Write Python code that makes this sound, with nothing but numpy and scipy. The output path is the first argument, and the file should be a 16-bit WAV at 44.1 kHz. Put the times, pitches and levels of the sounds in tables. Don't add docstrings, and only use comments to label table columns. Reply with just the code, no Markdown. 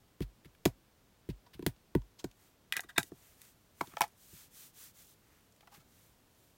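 import sys
import numpy as np
from scipy import signal
from scipy.fft import rfft, irfft
from scipy.io import wavfile

SR = 44100
rng = np.random.default_rng(int(sys.argv[2]) if len(sys.argv) > 2 else 0)


def to_wav(s):
    ch = np.atleast_2d(s).T
    pcm = np.round(np.clip(ch, -1, 1) * 32767)
    wavfile.write(sys.argv[1], SR, pcm.astype(np.int16))


N = 290133

# (time [s], crack level [dB], crack centre [Hz], dull ring level [dB], contact time [ms])
DABS = [(.2055, -40, 2400, -40.5, 1.8), (.212, -42, 3130, -53.5, 24), (0.221, -44, 3440, -73, 2.3),
        (0.4467, -48.5, 2640, -67, 3.4), (.455, -50, 2620, -69, 5.2), (.548, -55.5, 2450, -74, 3.7),
        (0.654, -18, 3600, -29, 1.64), (.6582, -19, 4030, -18, 1.5), (.676, -40.5, 4200, -47, 1.6),
        (1.2896, -43.5, 2380, -59.5, 3.6), (1.296, -45.5, 3200, -55, 14), (1.462, -57, 3580, -54.5, 10.5),
        (1.531, -47, 3030, -63, 24), (1.5936, -46.5, 2210, -44.5, 0.67), (1.6249, -44.5, 3000, -50, 2.4),
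        (1.6641, -17, 3120, -27.5, 1.6), (1.763, -57.5, 4000, -68, 2.4), (1.9505, -31.5, 2760, -25.5, 1.75),
        (2.019, -54, 4280, -59, 1.4), (2.185, -44.5, 4700, -58, 29), (2.242, -32.5, 5150, -36, 3.2),
        (2.313, -50, 4860, -70, 2), (4.079, -47.5, 7850, -64, 1.8), (5.523, -53.5, 5800, -78, 2),
        (5.562, -56.5, 6000, -78, 1.8), (5.607, -53, 3300, -58, 3.5)]
# (frequency [Hz], relative level [dB], 60 dB fade time [s], build-up time [s])
DESK_NOTES = [(463, -10, 0.013, 0.0012), (402.3, 1.5, 0.029, 0.0018), (367, 2.5, 0.035, 0.0025),
              (268.4, -3, 0.058, 0.0046), (208, 3, 0.025, .007), (142.3, 10, 0.04, 0.01126),
              (114.8, 5.5, 0.077, 0.015), (79, -4, 0.11, 0.018), (48, -1.5, 0.17, 0.037)]
# (frequency [Hz], relative level [dB], 60 dB fade time [s])
PAD_NOTES = [(625, 6, 0.01196), (810, -12, 0.03), (970, 3.5, 0.028), (1300, 1, 0.0042), (1457, -2, 0.027),
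             (1890, 0, 0.0041), (2500, -8, 0.0017)]
# (time [s], ring level [dB], ring centre [Hz], crack level [dB], contact time [ms])
LID_CLICKS = [(2.7236, -14.5, 2460, -22.5, 1.2), (2.7325, -32, 1920, -43, 8), (2.745, -35, 1940, -52, 41),
              (2.7668, -21, 1790, -21.5, 0.8), (2.7725, -28, 2590, -51, 3.9),
              (2.7938, -24.5, 1540, -59, 0.41), (2.8058, -49, 1600, -27.5, 1.04),
              (2.832, -46, 1310, -54, 14), (2.884, -43, 1630, -51, 26), (2.957, -37.5, 1470, -53, 21),
              (2.9782, -17, 1910, -23, 5.3), (2.9817, -12, 2040, -12.5, .6), (2.988, -33, 2170, -38, 18),
              (3.0300, -35.5, 2220, -32, 1.2), (3.417, -49, 3420, -41, 0.91),
              (3.449, -59.5, 2760, -52, 4.7)]
# (frequency [Hz], relative level [dB], 60 dB fade time [s])
CASE_NOTES = [(740, -3, .016), (1000, -4, .012), (1250, -4, .012), (1610, 0, .016), (1950, -1, .026),
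              (2460, -3, .014), (2900, -2, .01), (3350, -2, .01), (3730, 2, .018), (4300, -3, .01),
              (5000, -4, .008), (5700, -3, .01), (6700, -5, .008)]
# (time [s], ring level [dB], ring centre [Hz], crack level [dB], contact time [ms])
DESK_KNOCKS = [(2.9805, -20, 750, -41, 1.24), (3.1185, -50, 606, -55, 0.65), (3.8093, -19, 740, -34, 0.7),
               (3.8125, -32.5, 650, -29, 1.65), (3.8725, -56, 2300, -43.5, 1.6),
               (3.912, -53, 1310, -71, 14), (3.936, -45, 784, -52, 2.1), (3.9693, -27, 1180, -34.5, 0.8),
               (3.978, -65.5, 990, -43, 14.7), (4.0082, -14, 1018, -15, 0.39),
               (4.0165, -19, 1690, -17, 1.4), (4.024, -28.5, 1400, -30, 1.3), (4.030, -39.5, 1100, -44, 22),
               (4.037, -28.5, 850, -40.5, 2.2), (5.625, -58, 943, -70, 12), (5.672, -48, 960, -52.5, 5.5),
               (5.70, -51.5, 1000, -56, 57), (5.735, -59, 1033, -51.5, 27), (5.78, -64, 1000, -59.5, 55)]
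# (frequency [Hz], relative level [dB], 60 dB fade time [s])
SHELL_NOTES = [(440, -8, .018), (560, -5, .018), (690, 0, .03), (834, 0, .042), (980, 0, .03),
               (1124, -2, .032), (1318, -2, .032), (1500, -5, .016), (1720, -2, .02), (2000, -2, .016),
               (2240, 1, .024), (2490, 0, .02), (2900, -3, .013), (3300, -2, .013), (4000, -5, .01)]
# (frequency [Hz], relative level per Hz [dB])
RUB_COLOUR = [(1300, -34), (2200, -12), (3200, -2), (5000, -3), (6200, 0), (9500, 0), (10500, -3),
              (12500, 1), (16000, -1)]
# (frequency [Hz], relative level per Hz [dB])
HISS_COLOUR = [(15, -29.5), (25, -1), (116, 1), (433, -7), (666, -10), (2120, -17.5), (3400, -18),
               (4620, -20), (9300, -24), (10400, -25), (15500, -22.5)]
# (time [s], level at the pivot [dB], tilt [dB per octave], sway of the whole desk [dB])
THUMPS = [(.206, -28, -4.5, -33.5), (0.454, -51.5, -2, -58), (.658, -16.5, -9.5, -43),
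          (1.289, -32, -3, -38.5), (1.548, -62, 6, -56), (1.594, -35, -12.5, -58), (1.627, -36, -11, -64),
          (1.664, -23, -6.5, -46), (1.953, -17.5, -7.5, -31.5), (2.243, -29.5, -11, -53),
          (2.77, -50, -9.5, -80), (2.846, -55, -18, -63), (2.98, -28.5, -9, -62), (3.037, -55, -18, -76),
          (3.119, -39.5, -11.5, -86), (3.811, -33.5, -12.5, -75), (3.876, -52.5, -9, -76),
          (3.935, -52.5, -5.5, -84), (4.008, -40.5, -7.5, -76), (4.33, -55.5, 0, -67),
          (5.774, -58.5, -1, -82)]
# (start [s], length [s], bright level mid-stroke [dB], body relative to bright part [dB])
STROKES = [(2.33, 0.22, -69, -9), (3.042, 0.062, -62.5, -17), (3.112, 0.29, -66, -6.5),
           (3.358, 0.19, -63.5, -8), (3.737, 0.22, -64, -8.5), (3.78, 0.37, -70, -0.5),
           (4.156, 0.17, -63, -16), (4.265, 0.23, -56, -12.5), (4.5, 0.22, -54, -15),
           (4.727, 0.2, -53.5, -13), (4.931, .14, -59, -13.5), (5.036, 0.12, -63, -24),
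           (5.189, 0.29, -80.5, 5.5), (5.714, 0.085, -64.5, -1.5), (5.85, 0.31, -70.5, -6.5),
           (6.295, 0.26, -77, -6.5)]

HISS_DB = -67.5
ROOM_T60_S, ROOM_DB, ROOM_DELAY_S = 0.096, -14.5, 0.002
TOP_HZ = 16000
SPAN = 12000
SPEED_POWER = 1.21
REST_DB, REST_FROM_S = -77.5, 2.83
PIVOT_HZ, SWAY_BELOW_HZ = 330, 60


def undb(db):
    return 10 ** (np.asarray(db) / 20)


def fade(t, t60):
    return (t >= 0) * np.exp(-np.log(1000) * np.maximum(t, 0) / t60)


def peak(x, db):
    return undb(db) * x / np.max(np.abs(x))


def colour(x, table):
    hz, db = np.transpose(table)
    f = np.arange(len(x) // 2 + 1) * SR / len(x) + 1
    gain = undb(np.interp(np.log(f), np.log(hz), db))
    y = irfft(rfft(x) * gain, len(x))
    return y / np.std(y)


def band(x, lo_hz, hi_hz):
    return signal.sosfilt(signal.butter(2, [lo_hz, hi_hz], "band", fs=SR, output="sos"), x)


def add(out, s, sound):
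    i = int(s * SR)
    out[i:i + len(sound)] += sound[:N - i]


def microphone_hiss():
    return undb(HISS_DB) * colour(rng.standard_normal(N), HISS_COLOUR)


def room(x):
    t = np.arange(SPAN) / SR - ROOM_DELAY_S
    noise = rng.standard_normal(SPAN)
    low, high = band(noise, 250, 3500), band(noise, 3500, 18000)
    tail = (low + 0.94 * high) * fade(t, ROOM_T60_S)
    tail = tail / np.sqrt(np.sum(tail ** 2))
    return x + undb(ROOM_DB) * signal.fftconvolve(x, tail)[:N]


def rubbing():
    t = np.arange(N) / SR
    slip_db = np.minimum(2.7 * rng.exponential(size=N), 14)
    slips = colour(rng.standard_normal(N) * undb(slip_db), RUB_COLOUR)
    body = band(rng.standard_normal(N), 1080, 2700)
    body = body / np.std(body)
    out = undb(REST_DB) * np.clip((t - REST_FROM_S) / 0.29, 0, 1) * slips
    for s, length, db, body_db in STROKES:
        speed = np.abs(np.sin(np.pi * np.clip((t - s) / length, 0, 1)))
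        out = out + undb(db) * speed ** SPEED_POWER * (slips + undb(body_db) * body)
    return out


def desk_thumps():
    out, t = np.zeros(N), np.arange(SPAN) / SR
    for s, level_db, tilt_db, sway_db in THUMPS:
        for hz, db, t60, build in DESK_NOTES:
            blow_db = level_db + tilt_db * np.log2(PIVOT_HZ / hz)
            if hz < SWAY_BELOW_HZ:
                blow_db = sway_db
            swell = 1 - np.exp(-(t / build) ** 2)
            decay = fade(t, t60) / fade(build, t60)
            wave = np.sin(2 * np.pi * hz * (t - build))
            add(out, s, undb(db + blow_db) * swell * decay * wave)
    return out


def contact(t, contact_ms, drag_ms=9):
    phase = t / (max(contact_ms, .3) / 1000)
    steep = 0.078 + contact_ms / drag_ms
    return (2 * phase) ** steep * np.exp(steep - (2 * steep + 0.67) * phase)


def ring(t, modes, weight, scatter_db=4.5, detune=0.0087):
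    hz, db, t60 = np.transpose(modes)[:, :, None]
    chance = rng.standard_normal((2, len(hz), 1))
    sign = (-1) ** np.arange(len(hz))
    gain = (weight * sign)[:, None] * undb(db + scatter_db * chance[0])
    waves = np.sin(2 * np.pi * hz * (1 + detune * chance[1]) * t)
    return np.sum(gain * fade(t, t60) * waves, axis=0)


def strike(response, contact_ms, db, firm_ms=1.3):
    push = rng.standard_normal(len(response)) * contact(np.arange(len(response)) / SR, contact_ms)
    push = push / np.sqrt(np.sum(push ** 2)) * contact_ms / firm_ms / 2
    push[0] = np.exp(-contact_ms / firm_ms / 2)
    struck = signal.fftconvolve(response, push)[:len(response)]
    return peak(band(struck, 300, 17000), db)


def crack(t, centre_hz, contact_ms, db, share=1.0, tail_db=-20, tail_t60=0.1):
    force = contact(t, contact_ms) + undb(tail_db) * fade(t, tail_t60)
    noise = rng.standard_normal(len(t)) * force
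    wide = band(noise, 1500, 18000)
    centred = band(noise, centre_hz / 1.82, min(centre_hz * 1.646, 16000))
    return peak(centred + share * wide, db)


def plastic_contacts(events, modes, spread_octaves, crack_hz):
    out, t, hz = np.zeros(N), np.arange(SPAN // 2) / SR, np.array(modes)[:, 0]
    for s, ring_db, centre_hz, crack_db, contact_ms in events:
        weight = np.exp(-.5 * (np.log2(hz / centre_hz) / spread_octaves) ** 2)
        add(out, s, strike(ring(t, modes, weight), contact_ms, ring_db, firm_ms=2.97))
        add(out, s, crack(t, crack_hz, contact_ms, crack_db))
    return out


def dabs():
    out, t = np.zeros(N), np.arange(SPAN // 2) / SR
    for s, crack_db, crack_hz, pad_db, contact_ms in DABS:
        share = .8 * undb(.3 * (crack_db + 24))
        add(out, s, crack(t, crack_hz, contact_ms, crack_db, share, tail_db=-17.5, tail_t60=0.091))
        add(out, s, strike(ring(t, PAD_NOTES, np.ones(len(PAD_NOTES))), contact_ms, pad_db))
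    return out


def scene():
    lid = plastic_contacts(LID_CLICKS, CASE_NOTES, spread_octaves=0.82, crack_hz=7740)
    knocks = plastic_contacts(DESK_KNOCKS, SHELL_NOTES, spread_octaves=1.0, crack_hz=4200)
    hits = dabs() + lid + knocks
    return (microphone_hiss() + rubbing() + desk_thumps() + room(hits))[None]


def record(dry):
    return signal.sosfilt(signal.ellip(10, .2, 60, TOP_HZ, fs=SR, output="sos"), dry)


dry = scene()
out = record(dry)
to_wav(out)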